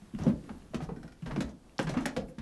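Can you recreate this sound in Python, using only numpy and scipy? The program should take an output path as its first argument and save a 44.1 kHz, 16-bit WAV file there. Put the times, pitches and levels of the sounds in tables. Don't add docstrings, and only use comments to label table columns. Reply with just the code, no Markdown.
import sys
import numpy as np
from scipy import signal
from scipy.fft import rfft, irfft
from scipy.io import wavfile
from scipy.ndimage import uniform_filter1d

SR = 44100
rng = np.random.default_rng(int(sys.argv[2]) if len(sys.argv) > 2 else 0)


def attenuation_scalar(level_db):
    decades = np.asarray(level_db, float) / 20
    return 10 ** decades


def transcribe(signal):
    frames = np.atleast_2d(signal).T
    limited = np.clip(frames, -1, 1)
    pcm = np.round(limited * 32767).astype(np.int16)
    wavfile.write(sys.argv[1], SR, pcm)


N = 106325

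# (time [s], peak [dB], tread pitch [Hz],
# ring t60 [s])
TREAD_THUDS = [(0.136, -35.5, 247, 0.04), (0.145, -33, 239, 0.07), (0.17, -47, 199, 0.1),
               (0.196, -23.5, 114, 0.04), (0.215, -33, 198, 0.061), (0.2643, -18.5, 253, 0.053),
               (0.2769, -19, 213, 0.086), (0.499, -37.5, 216, 0.086), (0.742, -29.5, 306, 0.063),
               (0.75, -27.5, 221, 0.049), (0.819, -31, 144, 0.058), (0.886, -38.5, 170, 0.097),
               (1.222, -33.5, 161, 0.27), (1.319, -29, 143, 0.2), (1.371, -36, 170, 0.08),
               (1.792, -26, 295, 0.05), (1.842, -30, 158, 0.23), (1.966, -23, 260.6, 0.08),
               (2.169, -26.5, 229.7, 0.096), (2.38, -35.5, 231.6, 0.2),
               (0.016, -47, 203, 0.21), (0.336, -44, 182, 0.095), (0.44, -42.5, 273, 0.45),
          (0.664, -55.5, 156, 0.045), (0.707, -48, 146, 0.086), (0.916, -37, 183, 0.11),
          (0.968, -39.5, 272, 0.05), (1.001, -48, 150, 0.19), (1.042, -38, 216, 0.017),
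          (1.246, -42.5, 158, 0.11), (1.535, -45.5, 147, 0.08), (1.27, -38, 240, 0.26),
          (1.41, -34.5, 248, 0.056), (1.44, -36.5, 240, 0.035), (1.488, -42, 227, 0.061),
          (1.892, -32.5, 295, 0.063), (1.916, -32.5, 155.5, 0.23), (2.021, -34.5, 325, 0.081),
          (2.056, -33.5, 264, 0.31), (2.202, -35, 202.4, 0.23), (2.287, -42, 176, 0.049)]
# (time [s], peak [dB], pitch [Hz], ring t60 [s])
KNOCKS = [(1.364, -30, 282, 0.037), (1.375, -21.5, 230, 0.031), (1.791, -26, 544, 0.031),
          (1.8, -34, 196, 0.062), (2.06, -28, 586, 0.025), (2.166, -27.5, 495, 0.06),
          (2.292, -42, 500, 0.042), (.441, -49, 506, 0.042), (1.968, -36, 487, .04)]
# (pitch [Hz], level [dB], t60 [s])
STAIR_MODES = [(145, -22, 0.75), (160.4, 2.5, 0.6), (202.4, -0.5, 0.52), (240, 1.5, 0.088),
               (291.5, 0.5, 0.069), (328, -27.5, 0.27)]
# (time [s], snap [dB], knock over snap [dB], tilt [dB per octave], burst [s])
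CRACKS = [(0.186, -36, -2.5, -8, 0.0074), (0.2634, -37.5, 10.5, -36, 0.0075),
          (0.4911, -31, -24, -16, 0.0073), (0.7336, -35, 0.5, -17, 0.012), (0.7426, -25.5, -37, -9, 0.011),
          (0.8021, -32, -2, -16, 0.012), (0.8861, -35.5, 2.5, -20, 0.02),
          (1.2572, -29.5, -8.5, -11.5, 0.021), (1.3075, -28, -11, -15.5, 0.015),
          (1.3599, -25, -6.5, -13, 0.0066), (1.4042, -22.5, -8, -8, 0.0085),
          (1.791, -13.5, -11, -11, 0.0017), (1.795, -19, -25, -10.5, 0.0064),
          (1.8672, -26, -10, -12.5, 0.019), (1.89, -28, -3.5, -7.5, 0.018), (1.936, -26, -8, -15, 0.022),
          (1.9683, -23.5, -13, -14, 0.018), (2.0554, -16.5, -14.5, -11.5, 0.0045),
          (2.0587, -19.5, -8, -3, 0.0038), (2.065, -27, -21, -12.5, 0.017),
          (2.1639, -22.5, -10.5, -11, 0.0038), (2.1677, -27.5, -3, -10, 0.0083),
          (2.384, -35, -19, -12, 0.011)]
# (pitch [Hz], level [dB], t60 [s])
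BOARD_MODES = [(450, 23, 0.052), (495, 25, 0.083), (574, 24.5, 0.04), (686, 23.5, 0.09), (755, 15, 0.033),
               (950, -9, 0.091), (1070, -16, 0.04), (1300, -42, 0.03), (1460, -24, 0.034), (1920, -5, 0.23)]
# (time [s], peak [dB], pitch [Hz], click [s])
TICKS = [(0.1495, -46.5, 2650, 0.0022), (0.2364, -43.5, 6350, 0.0024), (.4395, -55, 2380, 0.003),
         (.621, -58, 3020, 0.0018), (1.2213, -51.5, 2720, .006), (1.493, -55.5, 6550, .005),
         (1.6948, -54, 3000, 0.0018), (1.7822, -31.5, 5600, 0.0012), (1.79, -31.5, 1650, 0.0022),
         (2.0555, -27.5, 1850, 0.0031), (2.057, -29, 1300, 0.0043), (1.8294, -44, 9300, .001),
         (1.895, -55, 7100, 0.0016), (1.94, -50, 8260, 0.0025), (2.0078, -48.5, 8300, .002),
         (2.285, -52.5, 2120, 0.0055), (2.384, -42.5, 1600, .003)]
# (start [s], length [s], level [dB], tilt [dB per octave])
SCUFFS = [(0.171, 0.11, -51, -8.5), (0.229, 0.078, -40, -18.5), (0.279, 0.066, -57, -17),
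          (0.48, 0.051, -49.5, -16), (.266, 0.042, -64, -16), (0.807, 0.053, -53, -6),
          (1.034, 0.032, -55.5, -13.5), (1.277, 0.051, -43, -19), (1.414, 0.02, -41.5, -7.5),
          (1.47, 0.052, -57, -8.5), (1.793, 0.065, -52.5, -4.5), (1.9, 0.015, -42, -40),
          (1.988, 0.067, -50.5, -7.5), (2.274, .04, -59.5, 8)]
# (time [s], level [dB], chatter [s], treble [dB])
RATTLES = [(.9605, -49.5, 0.016, -2), (1.030, -45, 0.0093, 0), (1.0775, -49, .014, 2),
           (1.1205, -52, 0.011, 3.5)]
# (pitch [Hz], level [dB], t60 [s])
ROD_MODES = [(740, 0, .03), (1507, -3, .03), (1890, -2, .025), (2400, -6, .008), (3430, -10, .008),
             (4300, -12, .006), (5520, -7, .008)]
# (time [s], peak [dB], pitch [Hz])
BOOMS = [(0.027, -54.5, 64.6), (0.15, -43, 40.2), (0.197, -36.5, 84), (0.209, -47, 36.3),
         (0.289, -40, 84.7), (0.328, -38.5, 58), (0.509, -47.5, 73.5), (0.761, -41.5, 61),
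         (0.869, -40.5, 46.6), (1, -49.5, 50.5), (0.821, -44, 81), (1.269, -39, 47), (1.305, -43, 36),
         (1.401, -48, 60.6), (1.441, -36.5, 63), (1.84, -40, 45.2), (1.961, -42, 63), (2.011, -44, 35.7),
         (2.071, -54, 85), (2.17, -42.5, 61.6), (2.227, -44, 45), (2.392, -40, 60)]
# (frequency [Hz], t60 [s])
HALL_DECAY = [(120, 0.28), (330, 0.5), (870, 0.3), (2300, 0.18), (6060, 0.2), (11000, 0.085)]
# (frequency [Hz], level [dB per Hz])
HOUSE_COLOUR = [(20, -22.5), (50, 10), (100, -14), (170, 1.5), (400, -10.5), (1200, -19), (2200, -32)]
# (frequency [Hz], level [dB per Hz])
HISS_COLOUR = [(900, -30), (1500, -4), (4000, -9), (9500, -16.5), (11800, -26)]
# (time [s], level [dB])
STIR = [(0, -1), (.3, 0), (.85, -1), (.95, -3), (1.2, -3), (1.3, 0), (1.45, 0), (1.54, -4.5), (1.66, -3),
        (1.77, -4), (1.85, 0), (2.15, 0), (2.24, -4.5), (2.36, -4.5), (2.41, -2)]


def evened(x):
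    return x / np.sqrt(np.mean(x ** 2) + 1e-20)


def peaked(x):
    return x / (abs(x).max() + 1e-20)


def read(points, hz):
    f, value = np.transpose(points)
    return np.interp(np.log(hz + 1), np.log(f + 1), value)


def add(mix, s, sound):
    part = mix[max(round(s * SR), 0):][:len(sound)]
    part += sound[:len(part)]


def ring(x, modes):
    t = np.arange(SR // 2) / SR
    body = np.zeros(len(t))
    for hz, db, t60 in modes:
        body += attenuation_scalar(db - 60 * t / np.clip(t60, 0.001, 0.15)) * np.sin(2 * np.pi * hz * t)
    return signal.fftconvolve(x, body)[:max(len(x), SR // 2)]


def tilted(x, db_per_oct, low_hz):
    hz = np.fft.rfftfreq(len(x), 1 / SR) + 1
    slope = attenuation_scalar(db_per_oct * np.log2(hz / 2000))
    return irfft(rfft(x) * slope / (1 + (low_hz / hz) ** 4), len(x))


def grit(size):
    noise = rng.standard_normal(size)
    grains_db = 3.5 * uniform_filter1d(rng.exponential(1, size), size=12)
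    return noise * attenuation_scalar(grains_db)


def thuds():
    push_s, shudder_s, shudder_db, rise_s = 0.0026, 0.03, -3.5, 0.0033
    twin, twin_db = 0.869, -16
    stair_db, pile_db = -11.5, -24.5
    treads, blows, pile, t = np.zeros(N), np.zeros(N), np.zeros(N), np.arange(4096) / SR
    for s, db, hz, t60 in TREAD_THUDS + KNOCKS:
        noise = rng.standard_normal(len(t))
        push = np.sin(np.pi * np.minimum(t / push_s, 1)) ** 2
        shudder = noise * np.exp(-t / min(shudder_s, 6 / hz)) / np.sqrt(shudder_s * SR)
        blow = push / push.sum() + attenuation_scalar(shudder_db) * shudder
        blow = uniform_filter1d(blow, size=40)
        add(blows, s, attenuation_scalar(db) * blow)

        tread = ring(blow, [(hz, 0, t60), (hz * twin, twin_db, t60)])
        rise = 1 - np.exp(-np.arange(len(tread)) / SR / rise_s)
        add(treads, s, attenuation_scalar(db) * peaked(tread * rise))

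        fibres = evened(tilted(noise, -8.0, low_hz=358))
        press = np.minimum(t / rise_s, 1) * np.exp(-t / shudder_s)
        add(pile, s, attenuation_scalar(db + pile_db) * fibres * press)
    cut = signal.butter(6, 124.6, "high", fs=SR, output="sos")
    return signal.sosfilt(cut, treads + attenuation_scalar(stair_db) * ring(blows, STAIR_MODES) + pile)


def cracks():
    rise_s, soft_rise = 0.00071, 0.22
    out, t = np.zeros(N), np.arange(4096) / SR
    cut = signal.butter(2, 350, "high", fs=SR, output="sos")
    for s, db, knock_db, tilt_db, burst in CRACKS:
        shape = np.minimum(t / (rise_s + soft_rise * burst), 1) * np.exp(-t / burst)
        snap = tilted(grit(len(t)), tilt_db, low_hz=1217) * shape
        add(out, s, attenuation_scalar(db - 7.5) * peaked(snap))

        modes = []
        for hz, level, t60 in BOARD_MODES:
            lean = rng.normal(0, 1.8)
            modes.append((hz * (1 + 0.03 * lean), level + lean, min(t60, 0.03)))
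        knock = ring(grit(len(t)) * shape ** 2.02, modes)
        add(out, s, attenuation_scalar(db + knock_db) * peaked(signal.sosfilt(cut, knock)))
    return out


def ticks():
    out, t = np.zeros(N), np.arange(4096) / SR
    for s, db, hz, length in TICKS:
        click = tilted(rng.standard_normal(len(t)), -5.5, low_hz=0.68 * hz) * np.exp(-t / length)
        tone = ring(click, [(hz, 0, 5 / hz)])
        add(out, s, attenuation_scalar(db) * peaked(tone))
        add(out, s, attenuation_scalar(db - 5) * peaked(click))
    return out


def scuffs():
    out, t = np.zeros(N), np.arange(4096) / SR
    for s, length, db, tilt_db in SCUFFS:
        arch = np.sin(np.pi * np.minimum(t / length, 1))
        add(out, s, attenuation_scalar(db) * evened(tilted(grit(len(t)), tilt_db, low_hz=500)) * arch)
    return out


def rattles():
    out, t = np.zeros(N), np.arange(2048) / SR
    for s, db, length, treble_db in RATTLES:
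        chatter = grit(len(t)) * np.minimum(t / 0.00044, 1) * np.exp(-(t / length) ** 2)
        modes = [(hz, level + treble_db * (hz > 2000), t60) for hz, level, t60 in ROD_MODES]
        add(out, s, attenuation_scalar(db) * peaked(ring(chatter, modes)))
        add(out, s, attenuation_scalar(db + treble_db - 3) * peaked(tilted(chatter, -5, low_hz=1020)))
    return out


def booms():
    rise_s, t60_s = 0.0063, 0.27
    out, t = np.zeros(N), np.arange(SR // 2) / SR
    swell = (1 - np.exp(-(t / rise_s) ** 2)) * attenuation_scalar(-60 * t / t60_s)
    for s, db, hz in BOOMS:
        tone = np.sin(2 * np.pi * (hz * t + rng.random()))
        add(out, s, attenuation_scalar(db) * peaked(swell * tone))
    return out


def hall(x):
    out, slots = np.zeros(N), np.arange(120, SR // 2 - 20, 20)
    for k in range(3):
        taps = np.zeros(SR // 2)
        signs = rng.choice([-1., 1.], len(slots))
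        taps[slots + rng.integers(0, 20, len(slots))] = signs
        hz, t, z = signal.stft(taps, SR, nperseg=256)
        decay = attenuation_scalar(-60 * t / read(HALL_DECAY, hz)[:, None])
        tail = signal.istft(z * decay, SR, nperseg=256)[1]
        turn = np.sqrt(2 / 3) * np.cos(2 * np.pi * (23 * np.arange(N) / SR + k / 3))
        out += signal.fftconvolve(x * turn, tail / np.linalg.norm(tail))[:N]
    return out


def air(colour, db):
    patchy_db, swell_db = 1.2, 1.1
    frames, hz = N // 256 + 5, np.fft.rfftfreq(1024, 1 / SR)
    a, b, patches = rng.standard_normal((frames, 513, 3)).T
    patches = uniform_filter1d(patches, size=12, axis=0)
    patches = evened(uniform_filter1d(patches, size=14, axis=1))
    swell = evened(uniform_filter1d(rng.standard_normal(frames), size=30))
    level_db = read(colour, hz)[:, None] + patchy_db * patches + swell_db * swell
    noise = signal.istft((a + 1j * b) * attenuation_scalar(level_db), nperseg=1024, noverlap=768)[1][:N]
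    return attenuation_scalar(db) * evened(noise)


def scene():
    low = thuds()
    high = cracks() + ticks() + scuffs() + rattles()
    sheen = signal.lfilter(*signal.iirpeak(6000, 1.48, fs=SR), high)
    high = high + attenuation_scalar(-5.5) * sheen
    frame = booms()
    tail = hall(attenuation_scalar(-11.5) * low + attenuation_scalar(-7) * high)
    stir = attenuation_scalar(np.interp(np.arange(N) / SR, *np.transpose(STIR)))
    floor = stir * (air(HOUSE_COLOUR, -54.5) + air(HISS_COLOUR, -69.5))
    return (low + high + frame + tail + floor)[None]


def roll_off(x):
    return signal.sosfilt(signal.butter(12, 12490, fs=SR, output="sos"), x)


def record(dry):
    edge = signal.firwin(127, 11850, fs=SR)
    mix = signal.oaconvolve(dry, edge[None], "same")
    return roll_off(mix)


dry = scene()
out = record(dry)
transcribe(out)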